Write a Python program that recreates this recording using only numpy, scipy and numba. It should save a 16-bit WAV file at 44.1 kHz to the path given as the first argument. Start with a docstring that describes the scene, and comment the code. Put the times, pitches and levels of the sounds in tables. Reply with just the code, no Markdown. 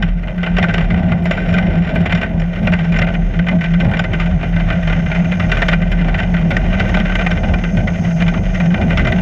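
"""Low, wavering drones and a dense chatter of knocking steel, heard right at the source: the microphone
rides in a small camera clamped to a sled on an ice track. The frame and the cowling drone as wavering sines,
loose steel parts ring from bursts of noise, and a small part ticks about once per swing of the frame.
Behind them noise rumbles through the body resonances and wind whistles at the housing, louder towards the
end, over a faint hiss; two lone clicks are glitches in the signal, and the recorder holds its level down."""
import sys
import numpy as np
from scipy import signal
from scipy.io import wavfile
from scipy.ndimage import uniform_filter1d
from numba import njit

SR = 44100
rng = np.random.default_rng(int(sys.argv[2]) if len(sys.argv) > 2 else 0)


def transcribe(u):
    """Save the signal u as a 16-bit wav file named by the first command-line argument.

    u: samples, shape (n,) or (channels, n), limited to [-1, 1]; the rate is SR.
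    q: integer samples, one column per channel.
    """
    v = np.clip(np.atleast_2d(u).T, -1, 1)
    q = np.round(v * 32767).astype(np.int16)
    wavfile.write(sys.argv[1], SR, q)


N = 406161


def undb(db):
    """Decibels to an amplitude factor."""
    return 10 ** (np.asarray(db) / 20)


def unit(x):
    """Scale a signal to an RMS of 1."""
    return x / np.sqrt(np.mean(x ** 2))


def curve(table):
    """Columns of a table joined by straight lines in time."""
    seconds, *columns = np.transpose(table)
    return [np.interp(np.arange(N) / SR, seconds, column) for column in columns]


def walk(rate):
    """Random levels held 1 / rate s and smoothed twice over that time; spread near 1."""
    hold = int(SR / rate)
    steps = np.repeat(rng.standard_normal(N // hold + 1), hold)
    slewed = uniform_filter1d(uniform_filter1d(steps, hold), hold)
    return 1.284 * slewed[:N]


@njit
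def bandpass(x, hz, width):
    """State-variable band-pass, gain 1 at the centre."""
    y, band, low = np.empty(len(x)), 0., 0.
    g, k = np.tan(np.pi * hz / SR), width / hz
    for i in range(len(x)):
        v = (band + g * (x[i] - low)) / (1 + g * (g + k))
        band, low, y[i] = 2 * v - band, low + 2 * g * v, k * v
    return y


def ring(x, hz, width):
    """A resonance applied twice, for dark valleys on both sides."""
    stage_width = 1.7 * width  # each stage is wider than the pair
    once = bandpass(x, 1. * hz, stage_width)
    return bandpass(once, 1. * hz, stage_width)


def drone(hz, db, waver, rate, flutter_db):
    """A lightly damped mode kept going by rough ice, as a sine of wavering pitch and size; also its turns."""
    turns = np.cumsum(hz * (1 + waver * walk(rate))) / SR
    size = np.sqrt(2) * undb(db + flutter_db * walk(rate))
    return size * np.sin(2 * np.pi * turns), turns


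# The frame's low swing, heard through the clamp. Each row: time in seconds, level in dB before swell and flutter.
FRAME_LEVEL = [(0.0, -20), (0.05, -15.5), (0.43, -28.5), (0.56, -14.5), (0.64, -31), (0.87, -16),
               (0.97, -26), (1.71, -19), (1.79, -21), (2.33, -26.5), (2.43, -19), (2.51, -28.5),
               (3.33, -16.5), (3.61, -34), (3.76, -17.5), (4.4, -21.5), (4.71, -13.5), (4.79, -29.5),
               (4.91, -15.5), (5.43, -40), (5.48, -18), (7.88, -20.5), (8.01, -36), (8.34, -19),
               (8.78, -28.5), (9.19, -12.5)]
FRAME_HZ = 41.18  # centre of the wavering pitch
FRAME_SWELL_DB, FRAME_SWELLS_PER_S = 2.5, 8.0


def frame_swing():
    """The frame's lowest mode; its turns of phase also pace the ticking part."""
    level_db = curve(FRAME_LEVEL)[0] + FRAME_SWELL_DB * walk(FRAME_SWELLS_PER_S)
    return drone(FRAME_HZ, level_db, waver=.04, rate=22, flutter_db=3.0)


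# The cowling's drone above the frame. Each row: time in seconds, level in dB before swell and flutter.
COWLING_LEVEL = [(0.0, -21.5), (0.36, -25), (0.46, -15), (0.74, -17), (1.53, -15), (1.66, -24), (1.82, -7),
                 (1.87, -21.5), (2.02, -12.5), (2.1, -25), (2.15, -10.5), (2.22, -43.5), (2.25, -20),
                 (2.69, -22), (2.71, -13), (3.28, -23), (3.3, -35), (3.4, -13.5), (3.97, -17.5),
                 (4.02, -9.5), (4.07, -27), (4.15, -19), (5.48, -17.5), (5.61, -34), (5.71, -14),
                 (7.5, -21.5), (8.37, -16), (8.52, -29), (8.6, -14.5), (9.19, -19)]
COWLING_HZ, COWLING_WAVER = 172.9, .035  # centre pitch; quick waver as a share of it
COWLING_SWELL_DB, COWLING_SWELLS_PER_S, COWLING_FLUTTER_DB = 1.5, 22.0, 3


def cowling():
    """The cowling's main mode, quicker to waver than the frame."""
    level_db = curve(COWLING_LEVEL)[0] + COWLING_SWELL_DB * walk(COWLING_SWELLS_PER_S)
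    drifting_hz = COWLING_HZ * (1 + 0.01982 * walk(11))
    return drone(drifting_hz, level_db, waver=COWLING_WAVER, rate=45, flutter_db=COWLING_FLUTTER_DB)[0]


# Loose steel parts close to the microphone, one row per mode. Each row: width in Hz of the narrower
# of its two filters, level in dB, share of a knock's brightness from 0 to 1.
STEEL_MODES = [(270, -9.5, 0), (141, -4.5, 0), (53.4, -18, 0.01), (154, -5.5, 0.15), (53, -6.5, 0.03),
               (45, -1, 0.08), (226, 1, 0.11), (35, -5, 0.08), (247, -5.5, 0.17), (83, -1.5, 0.17),
               (134, -6, 0.15), (222, -3.5, 0.22), (296, -5.5, 0.37), (150, -14.5, 1), (210, -1, 0.99),
               (200, 2.5, 0.96), (560, -12, 1), (120, -1, 1), (540, 0, 0.25), (3000, -8.5, 0.9)]
# Where those modes ring, in the same order. Each entry: frequency in Hz.
STEEL_MODE_HZ = [420, 650, 890, 1200, 1420, 1533, 1930, 2053, 2280, 2407, 2748, 3020, 3550, 4100, 4950,
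                 5516, 6200, 7010, 1900, 11500]
# The chatter of one knock, in ms for a mode with no share of the brightness (shorter for the others).
ATTACK_MS, HOLD_MS, TAIL_MS, TAIL_SHARE = 0.78, 13.3, 26.3, 0.29


def steel(ice_db):
    """Each knock is a short chatter of contacts that holds, then dies; between them the ice keeps parts grinding."""
    push = np.zeros((len(STEEL_MODES), N + SR // 4))
    bright_share = np.array(STEEL_MODES)[:, 2]
    # only the first, hardest contacts reach the high modes, so time runs out sooner for them
    t_ms = np.arange(SR // 10) * 1000 / SR * (1 + .7 * bright_share[:, None])
    attack = 1 - np.exp(-t_ms / ATTACK_MS)
    decay = np.exp(-(t_ms / HOLD_MS) ** 2) + TAIL_SHARE * np.exp(-t_ms / TAIL_MS)
    chatter = attack * decay
    knocks = all_knocks()
    favour = rng.standard_normal((len(knocks), len(STEEL_MODES)))
    for (seconds, db, bright_db), mode_favour in zip(knocks, favour):
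        i = int(seconds * SR)
        # every blow lands elsewhere and so favours other modes
        colour_db = bright_share * bright_db + 2.2 * mode_favour
        push[:, i:i + chatter.shape[1]] += undb(db + colour_db)[:, None] * chatter
    grind = undb(ice_db + 7.0 + 2.5 * walk(60))
    contacts = undb(2.5 * walk(300))
    out = 0
    for hz, (width, db, share), knock_push in zip(STEEL_MODE_HZ, STEEL_MODES, push):
        # narrow modes pass less noise, so they are raised
        gain = undb(db) * np.sqrt(SR / width / np.pi) / 5
        force = knock_push[:N] + grind * undb(-28 * share)  # grinding drives the high modes less
        drive = rng.standard_normal(N) * contacts * force
        ringing = bandpass(drive, 1. * hz, 1. * width)
        out = out + gain * bandpass(ringing, 1. * hz, 3.8 * width)
    # the closed housing lets little of the top through
    return signal.sosfilt(signal.butter(N=3, Wn=7400, fs=SR, output="sos"), out)


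# The clear knocks. Each row: start in seconds, strength in dB, brightness in dB (how strongly it
# drives a mode with a full share of the brightness, compared with a mode that has none).
CLEAR_KNOCKS = [(0.0238, -9, -23.5), (0.377, -21.5, -47), (0.4302, -10.5, -38), (0.462, -10.5, -43),
                (0.5663, -10.5, -32), (0.5824, -7, -32), (0.6258, -7.5, -27), (0.6384, -8.5, -39),
                (0.6836, -6.5, -31), (0.7383, -10, -25), (0.7796, -7.5, -35), (0.8058, -15, -37),
                (0.841, -20, -42), (0.9015, -11.5, -49), (0.941, -6, -54), (1.118, -7, -45),
                (1.1917, -35, -32.5), (1.254, -8, -24), (1.3087, -6.5, -27), (1.3708, -11.5, -35),
                (1.484, -20, -43), (1.5248, -19, -23), (1.5374, -7.5, -27.5), (1.58, -9, -26),
                (1.664, -25, -35), (1.701, -32, -33.5), (1.7536, -26, -33), (1.8178, -38, -31),
                (1.8692, -23, -33), (1.935, -29, -28), (1.9544, -10.5, -39), (2.0143, -15, -35),
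                (2.0574, -8, -26), (2.0948, -5.5, -32), (2.1227, -7.5, -30), (2.148, -10, -18),
                (2.172, -14.5, -22), (2.211, -9, -27), (2.229, -9, -38), (2.3955, -23, -12),
                (2.416, -17, -34), (2.456, -39, -36), (2.5571, -25, -32), (2.6698, -7, -43),
                (2.7197, -8, -32), (2.7322, -7, -34), (2.788, -15.5, -33), (2.842, -21, -26),
                (2.92, -8.5, -30), (2.94, -9.5, -43), (2.9677, -17.5, -20), (2.986, -9, -21),
                (3.016, -7.5, -36), (3.041, -19, -31), (3.067, -16, -38), (3.0834, -14.5, -38),
                (3.1368, -11, -37), (3.389, -9.5, -40), (3.465, -12, -36), (3.484, -9, -32),
                (3.5897, -33, -34), (3.608, -12, -32), (3.6391, -17, -25), (3.652, -22, -36),
                (3.706, -24, -34), (3.7349, -18, -33), (3.7996, -10.5, -33), (3.8456, -14, -27),
                (3.8906, -19, -32), (3.913, -7, -41), (3.934, -5, -45), (3.9685, -10.5, -28),
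                (3.991, -3, -20), (4.039, -5.5, -24), (4.114, -26, -37), (4.1325, -7.5, -31),
                (4.1966, -8, -25), (4.2156, -18, -35), (4.259, -16.5, -29), (4.3959, -24, -35),
                (4.4087, -17.5, -41), (4.4288, -11.5, -46), (4.524, -18.5, -38), (4.5625, -9.5, -45),
                (4.598, -14, -43), (4.6843, -16.5, -31), (4.7002, -7, -42), (4.7238, -12, -36),
                (4.8723, -8, -25), (4.896, -10, -31), (4.923, -8, -40), (4.989, -26, -26),
                (5.0596, -19.5, -38), (5.0998, -18, -33), (5.1145, -7.5, -43), (5.2435, -17, -37),
                (5.3184, -13.5, -34), (5.3953, -9.5, -28), (5.4933, -15.5, -27), (5.5148, -4.5, -25),
                (5.5683, -8.5, -25), (5.6174, -2.5, -35), (5.683, -1, -27), (5.7273, -1, -35),
                (5.815, -10, -29), (5.916, -11.5, -21), (5.985, -17.5, -40), (6.0114, -15.5, -40),
                (6.0446, -14, -32), (6.082, -9, -33), (6.1275, -23, -31), (6.1415, -11.5, -33),
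                (6.1818, -11, -24), (6.1993, -11, -29), (6.338, -16, -30), (6.3667, -10, -32),
                (6.4795, -32, -21), (6.5054, -4.5, -31), (6.5638, -9.5, -23), (6.7367, -11, -42),
                (6.7964, -8, -24), (6.8728, -18, -26), (6.8887, -15, -20), (6.94, -18.5, -26),
                (6.969, -7.5, -32), (6.999, -8, -29), (7.0514, -9, -38), (7.0922, -10, -39),
                (7.1177, -14.5, -34), (7.1524, -7.5, -24), (7.1876, -9, -32), (7.21, -5.5, -40),
                (7.2624, -5, -33), (7.3084, -10.5, -24), (7.368, -17, -32), (7.432, -9, -49),
                (7.4789, -26, -21.5), (7.5347, -9.5, -24), (7.5842, -15.5, -26), (7.636, -11.5, -40),
                (7.7688, -14, -28), (7.801, -24, -33), (7.872, -9, -36), (7.9564, -36, -22),
                (8.048, -17, -32), (8.105, -23, -23.5), (8.2043, -15, -29), (8.2203, -9, -34),
                (8.2786, -4.5, -19), (8.3744, -26, -27), (8.4522, -20, -25), (8.5445, -17, -22),
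                (8.5992, -8.5, -37), (8.6564, -25.5, -19), (8.7026, -25, -27), (8.741, -8, -44),
                (8.81, -21, -22), (8.828, -28.5, -31), (8.9038, -15, -30), (8.972, -8, -21),
                (8.994, -2.5, -36), (9.0468, -11, -27), (9.0687, -7, -27), (9.1204, -7.5, -24),
                (9.183, -6.5, -35)]
# Small knocks at random times: level and brightness are means, FOLLOWS is dB per dB of roughness.
RATTLE_COUNT, RATTLE_DB, RATTLE_SPREAD_DB, RATTLE_BRIGHT_DB = 130, -30.5, 7, -34
RATTLE_FOLLOWS, RATTLE_JOLT_DB = 0.88, 3


def all_knocks():
    """Clear knocks and small ones, stronger on rough ice and while the parts still bounce from a clear knock."""
    at = rng.integers(0, N, RATTLE_COUNT)
    chance = rng.standard_normal((RATTLE_COUNT, 2))
    ice_lift_db = RATTLE_FOLLOWS * roughness()[at]
    bounce_lift_db = RATTLE_JOLT_DB * jolt()[at]
    db = RATTLE_DB + ice_lift_db + bounce_lift_db + RATTLE_SPREAD_DB * chance[:, 0]
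    bright_db = RATTLE_BRIGHT_DB + 5.0 * chance[:, 1]
    return np.r_[CLEAR_KNOCKS, np.c_[at / SR, db, bright_db]]


JOLT_S = 0.054  # fade time constant in seconds, before the soft limit


def jolt():
    """Between 0 and about 1: how hard the sled has just been knocked, fading after each clear knock."""
    seconds, db, _ = np.transpose(CLEAR_KNOCKS)
    blows = np.zeros(N)
    blows[(seconds * SR).astype(int)] = undb(db - db.max())
    fade = np.exp(-1 / (JOLT_S * SR))
    return np.tanh(2 * signal.lfilter([1], [1, -fade], blows))


# Roughness of the ice under the runners. Each row: time in seconds, roughness in dB (steel adds its own offset).
ICE_ROUGHNESS = [(0.03, -39), (0.39, -38.5), (0.72, -31.5), (2.17, -29), (2.43, -40), (2.66, -30),
                 (2.86, -33), (3.17, -37), (3.42, -36.5), (3.88, -29.5), (4.39, -34), (5.67, -30),
                 (6.36, -30), (6.84, -27.5), (7.07, -29.5), (7.3, -34), (8.24, -32), (8.55, -35),
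                 (8.98, -27.5), (9.19, -27)]


def roughness():
    """How much rougher than its average the ice is, in dB."""
    ice_db = curve(ICE_ROUGHNESS)[0]
    return ice_db - ice_db.mean()


# The small ticking part. Each row: resonance in Hz, nominal width in Hz, gain in dB.
TICKER_MODES = [(5470, 670, 35.5), (10500, 900, 32.5), (11900, 1100, 37)]
TICK_DB, TICK_FOLLOWS, TICK_WANDER_DB = -69, .6, -1.5  # middling ice; dB per dB of roughness; slow wander


def ticker(turns):
    """About one tiny tick for each swing of the frame, uneven in time and size, rung by high resonances."""
    uneven_turns = turns + .12 * walk(40)
    at = np.flatnonzero(np.diff(np.floor(uneven_turns)))
    ticks = np.zeros(N)
    ticks[at] = undb(4.5 * rng.standard_normal(N // 300)[:len(at)])
    level = undb(TICK_DB + TICK_FOLLOWS * roughness() + TICK_WANDER_DB * walk(6))
    return level * sum(undb(db) * ring(ticks, hz, width) for hz, width, db in TICKER_MODES)


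# Body resonances under the runners. Each row: frequency in Hz, nominal width in Hz, relative level in dB.
BODY_MODES = [(28, 10, -12), (56.4, 23, -7), (74.4, 29.7, -0.5), (92.3, 17, -2), (115, 55, -1),
              (181.6, 36.7, 2), (211.4, 33, -8.5), (362.5, 100, -11.5), (537, 72, -12), (642.4, 43, -7.5),
              (739, 120, -10.5)]
# Level on ice of middling roughness, dB per dB of roughness, lift in dB from a full jolt.
RUMBLE_DB, RUMBLE_FOLLOWS, RUMBLE_JOLT_DB = -20.5, 0.68, 3.5


def rumble():
    """Ice roughness as noise through the body resonances: jolts shake them together and each flickers alone."""
    level_db = RUMBLE_DB + RUMBLE_FOLLOWS * roughness() + RUMBLE_JOLT_DB * jolt()
    shared_jolts_db = 2.77 * walk(12)
    out = 0
    for hz, width, db in BODY_MODES:
        flicker_db = 2.2 * walk(18)
        out = out + undb(db + flicker_db) * unit(ring(rng.standard_normal(N), hz, width))
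    return undb(level_db + shared_jolts_db) * unit(out)


# Wind at the housing, growing with speed. Each row: time in seconds, whistle level in dB before its flutter.
WIND_LEVEL = [(0.1, -75), (0.7, -67), (1.53, -70.5), (5.65, -55), (5.87, -60), (8.11, -51), (8.95, -55),
              (9.15, -51.5)]


def wind():
    """Air past the housing as filtered noise: a breathy whistle over a broader rush and a faint high band."""
    whistle = unit(ring(rng.standard_normal(N), 6320, 310)) * undb(1.3 * walk(9.6))
    rush = unit(ring(rng.standard_normal(N), 5400, 1100)) * undb(-2.5)
    high = unit(ring(rng.standard_normal(N), 9900, 1600)) * undb(-20)
    return undb(curve(WIND_LEVEL)[0]) * (whistle + rush + high)


# Two lone sharp clicks, glitches in the signal. Each row: start in seconds, peak in dB before gain control.
LONE_CLICKS = [(1.2423, -23), (5.9174, -23)]


def clicks():
    """Glitches as single-sample impulses, with no ringing of their own."""
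    out = np.zeros(N)
    for seconds, db in LONE_CLICKS:
        out[int(seconds * SR)] = undb(db)
    return out


def hiss():
    """A steady, faint band of high noise."""
    return undb(-79) * unit(ring(rng.standard_normal(N), 10500, 3500))


def scene():
    """The sled, the wind, the glitches and the hiss, as one channel."""
    frame, turns = frame_swing()
    sled = frame + cowling() + steel(curve(ICE_ROUGHNESS)[0]) + ticker(turns) + rumble()
    return (sled + wind() + clicks() + hiss())[None]


@njit
def hold_down(x, top, ratio, attack, release):
    """Gain control: follows the peaks and turns down what passes the top."""
    y, envelope = np.empty(len(x)), top
    for i in range(len(x)):
        size = abs(x[i])
        envelope += (size - envelope) * (attack if size > envelope else release)
        y[i] = x[i] * min(1., top / envelope) ** (1 - 1 / ratio)
    return y


TOP_HZ = 14600  # upper edge of the recorder's band


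def record(dry):
    """The recorder: gain control on the peaks, a soft ceiling and the top cut."""
    # attack and release are the share of the gap closed per sample
    held = hold_down(dry[0], top=0.4, ratio=10.0, attack=0.0082, release=0.000077)
    soft = 1.064 * np.tanh(held / 0.91)
    top_cut = signal.ellip(8, .2, 70, TOP_HZ, fs=SR, output="sos")
    return signal.sosfilt(top_cut, soft)[None]


dry = scene()
out = record(dry)
transcribe(out)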